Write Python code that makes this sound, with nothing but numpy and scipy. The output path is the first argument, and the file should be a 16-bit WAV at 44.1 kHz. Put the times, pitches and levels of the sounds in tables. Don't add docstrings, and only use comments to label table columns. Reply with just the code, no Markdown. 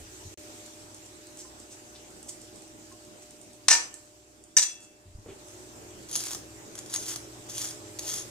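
import sys
import numpy as np
from scipy import signal
from scipy.fft import rfft, irfft
from scipy.io import wavfile
from scipy.ndimage import uniform_filter1d

SR = 44100
rng = np.random.default_rng(int(sys.argv[2]) if len(sys.argv) > 2 else 0)


def dump(signal):
    limited = np.clip(np.atleast_2d(signal).T, -1, 1)
    pcm = np.round(limited * 32767).astype(np.int16)
    wavfile.write(sys.argv[1], SR, pcm)


N = 366030
DROPOUT_S = (0.342, 0.3745)


def amp(db):
    return 10 ** (np.asarray(db) / 20)


def evened(x):
    return x / np.sqrt(np.mean(x ** 2) + 1e-20)


def read(points, hz):
    f, value = np.transpose(points)
    return np.interp(np.log(hz + 1), np.log(f + 1), value)


def coloured(x, points):
    gain = amp(read(points, np.fft.rfftfreq(x.shape[-1], 1 / SR)))
    return irfft(rfft(x) * evened(gain), x.shape[-1])


def mode(x, hz, width_hz):
    pole = np.exp((2j * np.pi * hz - np.pi * width_hz) / SR)
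    return signal.lfilter([1], [1, -pole], x).imag


def bursts(rows):
    out, t = np.zeros(N), np.arange(4410) / SR
    for start_s, level_db, decay_s in rows:
        u = t / max(decay_s, 3e-4)
        envelope = (1 - np.exp(-6.0 * u)) * np.exp(-u)
        puff = amp(level_db) * envelope * rng.standard_normal(len(t))
        part = out[round(start_s * SR):][:len(t)]
        part += puff[:len(part)]
    return out


# freq_hz, correlation (no unit; negative is out of phase)
PORT_LIKENESS = [(40, 1), (100, 1), (200, 0.27), (320, 0.58), (640, 0.14), (1400, -0.38), (3000, 0.084),
                 (15000, -0.099)]


def noise_pair(spectrum, patchy_db):
    frames, hz = N // 256 + 5, np.fft.rfftfreq(1024, 1 / SR)
    a, b, c, d, patches = rng.standard_normal((frames, 513, 5)).T
    patches = uniform_filter1d(patches, 14, 0)
    patches = evened(uniform_filter1d(patches, 10, 1))
    same = np.clip(read(PORT_LIKENESS, hz), -1, 1)[:, None]
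    left, other = a + 1j * b, c + 1j * d
    z = np.array([left, same * left + np.sqrt(1 - same ** 2) * other])
    z *= amp(read(spectrum, hz)[:, None] + patchy_db * patches)
    return evened(signal.istft(z, nperseg=1024, noverlap=768)[1][:, :N])


# freq_hz, t60_s
KITCHEN_DECAY = [(250, 0.49), (660, 0.5), (1740, 0.39), (4590, 0.31)]


def kitchen_tail():
    taps = np.zeros((2, SR // 2))
    at = np.arange(200, SR // 2 - 20, 20) + rng.integers(0, 20, (2, (SR // 2 - 201) // 20))
    np.put_along_axis(taps, at, rng.choice([-1., 1.], at.shape), 1)
    f, t, z = signal.stft(taps, SR, nperseg=256)
    same = np.clip(read(PORT_LIKENESS, f), 0, 1)[:, None]
    z = np.array([z[0], same * z[0] + np.sqrt(1 - same ** 2) * z[1]])
    decay = amp(-60 * t / read(KITCHEN_DECAY, f)[:, None])
    tail = signal.istft(z * decay, SR, nperseg=256)[1]
    return tail / np.linalg.norm(tail[0])


def heard(x, wet_db, apart_rad, pan_db):
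    hz = np.fft.rfftfreq(N, 1 / SR)
    uneven = 1 + 0.31 * np.interp(hz, np.linspace(0, SR / 2, 80), rng.standard_normal(80))
    apart = apart_rad * uneven * np.clip((hz - 500) / 4000, 0, 1)
    turn = np.exp(1j * apart / 2) * amp(pan_db / 2)
    direct = irfft(rfft(x) * np.array([turn, 1 / turn]), N)
    reverb = signal.fftconvolve(x[None], kitchen_tail(), axes=1)[:, :N]
    return direct + amp(wet_db) * reverb


# time_s, low_level_db (wash and hum), hiss_level_db
BED_LEVELS = [(0.0, -53, -48.5), (0.55, -53.5, -47), (0.9, -54.5, -50.5), (2.5, -55, -51.5),
              (3.6, -56.5, -54), (4.0, -60, -53.5), (4.2, -61, -58.5), (5.201, -61.5, -59.5),
              (5.27, -54, -55.5), (5.5, -51.5, -49.5), (5.8, -50.5, -50.5), (7.4, -50, -49),
              (8.3, -48.5, -47.5)]
# freq_hz, density_db (per Hz)
WASH_SPECTRUM = [(20, -23), (35, -21.5), (55, -11), (75, -29), (110, -12), (200, -5), (260, -8),
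                 (340, -5.5), (500, -8), (800, -10), (1150, -14), (2500, -20), (4000, -52)]
# freq_hz, density_db (per Hz)
HISS_SPECTRUM = [(530, -26.5), (900, -3.5), (1120, -8.5), (1220, -4), (2020, -7), (2600, -3.5), (4150, -4),
                 (6330, 0.5), (7770, 1), (9420, -8.5), (14900, -15), (16000, -32)]
# freq_hz, width_hz, middle_level_db, outer_level_db (both against the untrimmed wash
HUM_LINES = [(62, 3.3, -11, -15), (102, 3.8, -11, -10.5), (119.34, 1.37, -13, -10.5),
             (241.5, 7, -13.5, -20), (264, 3.4, -19, -22), (298.7, 1.2, -9, -12.5), (320.5, 1.27, -5, -6),
             (362.3, 8.3, -6, -6.5), (390, 1.5, -11.5, -25), (419.7, 4.2, -15.5, -11),
             (553, 16, -28.5, -17.5), (599.3, 1.25, -4.5, -11.5), (727, 2, -15.5, -24),
             (773, 2.4, -25, -31), (830, 2.7, -20.5, -21.5)]
HUM_SHIFT_S, HUM_GLIDE_S = 4.97, 0.46
WASH_TRIM_DB, HISS_TRIM_DB = -2.0, -2.0


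def background():
    t = np.arange(N) / SR
    time_s, low_db, hiss_db = np.transpose(BED_LEVELS)
    outer = np.clip((t - HUM_SHIFT_S) / HUM_GLIDE_S, 0, 1) + (t < DROPOUT_S[0])
    low = amp(WASH_TRIM_DB) * noise_pair(WASH_SPECTRUM, patchy_db=2.5)
    for hz, width_hz, middle_db, outer_db in HUM_LINES:
        a, b = rng.standard_normal((2, N))
        apart = 0.33 * min(hz / 200, 1) * b
        line = evened(mode(np.array([a + apart, a - apart]), hz, width_hz))
        tone = np.sin(2 * np.pi * (hz * t + rng.random()))
        line = evened(line + 4.2 / width_hz * tone)
        low = low + amp(middle_db + outer * (outer_db - middle_db)) * line
    hiss = noise_pair(HISS_SPECTRUM, patchy_db=2.0)
    hiss = hiss * amp(np.interp(t, time_s, hiss_db) + HISS_TRIM_DB)
    return low * amp(np.interp(t, time_s, low_db)) + hiss


# start_s, tone_level_db (before the ports), pitch_hz, t60_s
BUMP_HITS = [(0, -45.5, 74.8, 0.29), (0.249, -40, 95, 0.21), (1.45, -50, 1015, 0.091),
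             (2.916, -48, 1066, 0.096), (3.702, -43, 318, 0.28), (3.721, -41.5, 487, 0.25),
             (5.27, -58, 874, 0.16), (5.054, -46.5, 90, 0.44), (5.149, -29.5, 58.5, 0.056),
             (5.184, -36, 96.5, 0.071), (5.26, -40, 467, 0.1), (5.286, -39.5, 392, 0.27)]


def bumps():
    out, t = np.zeros(N), np.arange(SR // 2) / SR
    for start_s, level_db, hz, t60_s in BUMP_HITS:
        part = out[round(start_s * SR):][:len(t)]
        body = amp(-6.0) * evened(mode(rng.standard_normal(len(t)), hz, 1.3 * hz))
        soft_edge = np.minimum(t * hz / 0.47, 1)
        part += amp(level_db - 60 * t / t60_s) * soft_edge * (np.sin(2 * np.pi * hz * t) + body)
    return heard(out, wet_db=-12, apart_rad=1.2, pan_db=0.0)


# start_s, drive_level_db (into the resonances)
CRACKLE_HITS = [(0.6604, -38), (0.9448, -36.5), (1.269, -40), (1.372, -37), (1.5996, -39), (2.228, -37.5),
                (2.2905, -29), (2.363, -49), (2.415, -39), (2.6773, -44), (2.8529, -46), (3.2215, -45),
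                (3.9404, -31.5), (4.0552, -49), (4.438, -44), (4.8045, -43.5), (5.483, -39.5)]
# start_s, drive_level_db (into the resonances), centre_hz, length_s
RUSTLE_SWELLS = [(1.372, -49, 7100, 0.061), (1.689, -53, 6900, 0.073), (1.941, -55.5, 4500, 0.039),
                 (2.277, -44, 7400, 0.034), (3.21, -59, 6520, 0.037), (4.794, -57.5, 7200, 0.078),
                 (5.259, -56, 2580, 0.093)]
CRACKLE_DECAY_S, CRACKLE_HZ = 0.0028, 7700
HANDLING_S, FAINT_PER_S, FAINT_DB = (0.4, 3.6), 5, -47


def crackles():
    count = round(FAINT_PER_S * (HANDLING_S[1] - HANDLING_S[0]))
    when, size = rng.random((count, 2)).T
    faint = zip(np.interp(when, [0, 1], HANDLING_S), FAINT_DB + 6.0 * size)
    out = bursts([(start_s, level_db, CRACKLE_DECAY_S) for start_s, level_db in [*CRACKLE_HITS, *faint]])
    out = mode(out, CRACKLE_HZ, 3000)
    out = mode(out, CRACKLE_HZ, 3000) / 2
    for start_s, level_db, hz, length_s in RUSTLE_SWELLS:
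        length = round(length_s * SR)
        puff = amp(level_db) * np.hanning(length) * rng.standard_normal(length)
        out[round(start_s * SR):][:length] += mode(mode(puff, hz, 3260), hz, 3260)
    out = signal.lfilter(*signal.butter(2, 2500, "high", fs=SR), out)
    return heard(out, wet_db=-2.0, apart_rad=1.3, pan_db=-1.0)


# start_s, blow_level_db, ringing_db (steel against its blow)
CUTLERY_BLOWS = [(3.684, -1.5, -11.5), (3.7028, -15.5, 5), (3.7084, -10.5, 5), (3.714, -8.5, 2.5),
                 (3.7286, -9, -3.5), (3.7364, -13.5, 1), (3.7508, -15.5, 0), (4.5678, -10.5, 11.5),
                 (4.5731, -15, 15.5), (4.585, -11.5, 7), (4.5947, -16, -14), (4.6194, -20, 8),
                 (4.6277, -19.5, 10), (4.6349, -22, 2)]
# start_s, pitch_hz, level_db (before the ports), t60_s
HANGING_TONES = [(4.6, 3386, -43, .55), (4.632, 2677, -46, .85)]
# freq_hz, density_db (per Hz)
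CLACK_SPECTRUM = [(150, -43), (300, -38), (500, -11.5), (1000, -11.5), (1800, -3.5), (3200, -6), (4500, 4),
                  (6000, 2.5), (8000, 2.5), (9500, -8.5), (12000, -23), (15000, -42)]
STEEL_MODES = [935, 1787, 2290, 2455, 2560, 2830, 4250, 4482, 4630, 5118, 5207, 5477, 5661, 6036, 6086,
               6300, 6464, 6540, 7110, 7181, 7840, 8212, 8700, 9420, 10650, 11430, 12020, 12460, 13370,
               14925]
STEEL_LEVELS = [-15.5, -8, -12.5, -10.5, -16, -8, -15, -4, -14, -1, -2, -4, -4, 6, -3, -2, -9, -15, 0, -1.5,
                -8, -2, -20, -13, -19, -14, -23, -20, -21, -26]
# freq_hz, t60_s
STEEL_DECAY = [(900, .1), (1800, 0.095), (3000, 0.08), (5000, 0.072), (6100, 0.06), (7200, 0.081),
               (9000, 0.037), (15000, 0.052)]
CLACK_DECAY_S, CLICK_DECAY_S = 0.0043, 0.00031
# clack below 3 kHz, modes below 5 kHz, share of the ring time
CLACK_LOW_DB, LOW_MODES_DB, RING_SHARE = (4.5, -0.5), (0.5, -9.0), (1.57, 0.75)


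def clatter():
    clacks, rings, t = np.zeros(N), np.zeros(N), np.arange(SR) / SR
    u = t[:SR // 3]
    hz = np.array(STEEL_MODES)[:, None]
    for start_s, blow_db, ringing_db in CUTLERY_BLOWS:
        second = int(start_s > 4)
        envelope = np.exp(-t / CLACK_DECAY_S) + 1.1 * np.exp(-t / CLICK_DECAY_S)
        hit = amp(blow_db) * envelope * rng.standard_normal(SR)
        lows = signal.lfilter(*signal.butter(2, 3000, fs=SR), hit)
        clacks[round(start_s * SR):][:SR] += hit + (amp(CLACK_LOW_DB[second]) - 1) * lows
        mode_db = np.array(STEEL_LEVELS)[:, None] + LOW_MODES_DB[second] * (hz < 5000)
        mode_db = mode_db + blow_db + ringing_db - 17.5
        mode_db = mode_db + 3.5 * rng.standard_normal(hz.shape)
        fall_db = 60 * u / read(STEEL_DECAY, hz) / RING_SHARE[second]
        tones = amp(mode_db - fall_db) * np.sin(2 * np.pi * (hz * u + rng.random(hz.shape)))
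        rings[round(start_s * SR):][:len(u)] += tones.sum(0) * np.minimum(u / 0.0016, 1)
    for start_s, tone_hz, level_db, t60_s in HANGING_TONES:
        tone = amp(level_db - 60 * t / t60_s) * np.sin(2 * np.pi * tone_hz * t)
        rings[round(start_s * SR):][:SR] += tone
    clacks = amp(-5.5) * coloured(clacks, CLACK_SPECTRUM)
    return heard(clacks + rings, wet_db=-5.5, apart_rad=1.44, pan_db=1.0)


# land_s, dig_s, lift_s, dug_in_db, at_lift_db
FORK_STROKES = [(6.087, 6.146, 6.35, -39, -44.5), (6.777, 6.778, 6.77, -42, -39.5),
                (6.894, 6.944, 6.96, -38.5, -37), (6.996, 7.084, 7.13, -36, -38.5),
                (7.492, 7.587, 7.71, -36.5, -45), (8.023, 8.086, 8.2, -36.5, -40.5)]
LANDING_DB, DIG_S, LIFT_DB_PER_S = -10, 0.037, 600
FLESH_DB = (-10.5, -2.5)


def strokes():
    t, level, low = np.arange(N) / SR, np.zeros(N), np.zeros(N)
    for land_s, dig_s, lift_s, dug_in_db, at_lift_db in FORK_STROKES:
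        db = np.interp(t, [dig_s - DIG_S, dig_s, lift_s], [dug_in_db + LANDING_DB, dug_in_db, at_lift_db])
        press = (t > land_s) * amp(db - LIFT_DB_PER_S * np.maximum(t - lift_s, 0))
        level += press
        low += press * amp(np.interp(t, [land_s, lift_s], FLESH_DB))
    return level, low / (level + 1e-20)


# start_s, drive_level_db (before skin and fork)
BLISTER_CATCHES = [(6.0921, -44), (6.113, -27.5), (6.1384, -31), (6.1549, -17), (6.1604, -17),
                   (6.2043, -27), (6.2372, -25), (6.2677, -27), (6.3076, -27), (6.3144, -26.5),
                   (6.3325, -24.5), (6.3474, -23.5), (6.7535, -32.5), (6.789, -29.5), (6.8603, -37),
                   (6.9314, -29), (6.9391, -20), (6.9606, -22.5), (7.0893, -34), (7.1392, -34),
                   (7.1596, -26), (7.4884, -38), (7.5054, -36), (7.5423, -37), (7.5802, -25), (7.5974, -39),
                   (7.9884, -29.5), (7.9927, -23.5), (8.0651, -47), (8.079, -27), (8.1389, -24)]
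# freq_hz, density_db (per Hz)
SKIN_SPECTRUM = [(500, -42), (1200, -26), (2300, -18), (3300, -5), (4300, -5.5), (5800, 0), (6800, 2.5),
                 (8000, -4), (9800, -6.5), (11300, -8), (13000, -8.5), (15000, -19)]
FORK_MODES = [3360, 4050, 5090, 6540, 7030, 7280, 8240, 9060, 10700, 12700, 13450, 15280]
# width_hz, level_db
FORK_RESONANCES = [(140.4, -8), (100, -31), (80, -1), (88, 3.5), (50, -15.5), (75, -2), (140, -19),
                   (92.5, 0), (50, 0.5), (110, -26), (160, -40), (50, -11)]
CATCH_DECAY_S, SMALL_CATCHES_PER_S, SMALL_CATCH_DB = 0.0021, 120, 3
SNAPS_PER_S, FORK_DB, AIR_DB = 8000, -49.0, -8


def scrape():
    level, low = strokes()
    size = amp(1.8 * np.minimum(rng.exponential(1, N), 5)) * rng.standard_normal(N)
    snaps = size * (rng.random(N) < SNAPS_PER_S / SR)
    clumps = amp(2.2 * evened(uniform_filter1d(rng.standard_normal(N), 160)))
    small = rng.random(N) < SMALL_CATCHES_PER_S / SR
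    small = signal.lfilter([1], [1, -np.exp(-1 / (CATCH_DECAY_S * SR))], small)
    small = amp(SMALL_CATCH_DB) * small * rng.standard_normal(N)
    catches = bursts([(start_s, level_db, CATCH_DECAY_S) for start_s, level_db in BLISTER_CATCHES])
    drive = level * (evened(snaps * clumps) + small) + catches
    grip = rng.standard_normal((N // 256 + 1, len(FORK_RESONANCES)))
    grip = amp(3.2 * evened(uniform_filter1d(grip, 12, 0))).repeat(256, 0)[:N]
    fork = np.zeros(N)
    for k, (hz, (width_hz, level_db)) in enumerate(zip(FORK_MODES, FORK_RESONANCES)):
        ringing = np.sqrt(width_hz) * mode(drive, hz, width_hz)
        fork += grip[:, k] * amp(level_db) * ringing
    fork = amp(FORK_DB) * signal.lfilter(*signal.butter(2, 2500, "high", fs=SR), fork)
    flesh = low * signal.lfilter(*signal.butter(2, [600, 2600], "band", fs=SR), drive)
    skin = coloured(drive, SKIN_SPECTRUM)
    air = amp(AIR_DB) * uniform_filter1d(level, size=4000) * noise_pair(HISS_SPECTRUM, patchy_db=5.0)
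    return heard(skin + fork + flesh, wet_db=-5.5, apart_rad=1.46, pan_db=1.5) + air


def scene():
    return background() + bumps() + crackles() + clatter() + scrape()


# freq_hz, left_minus_right_db
PORT_COLOURS = [(60, -1.5), (125, 2.5), (300, -3.5), (700, 2), (1300, -0.5), (3000, 1), (5000, 1),
                (6300, 5.5), (7500, -7.5), (8500, -9), (10500, -6), (15000, -4)]
EDGE_HZ = 15800


def record(dry):
    half_db = read(PORT_COLOURS, np.fft.rfftfreq(N, 1 / SR)) / 2
    ports = irfft(rfft(dry) * amp([half_db, -half_db]), N)
    t = np.arange(N) / SR
    fading = amp(-18 - 1500 * np.maximum(t - DROPOUT_S[0], 0))
    kept = np.where((t > DROPOUT_S[0]) & (t < DROPOUT_S[1]), fading, 1)
    rounded = 0.89 * np.tanh(ports * kept / 0.91)
    band_limit = signal.firwin(511, EDGE_HZ, window=("kaiser", 9), fs=SR)
    return signal.oaconvolve(rounded, band_limit[None], "same")


dry = scene()
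out = record(dry)
dump(out)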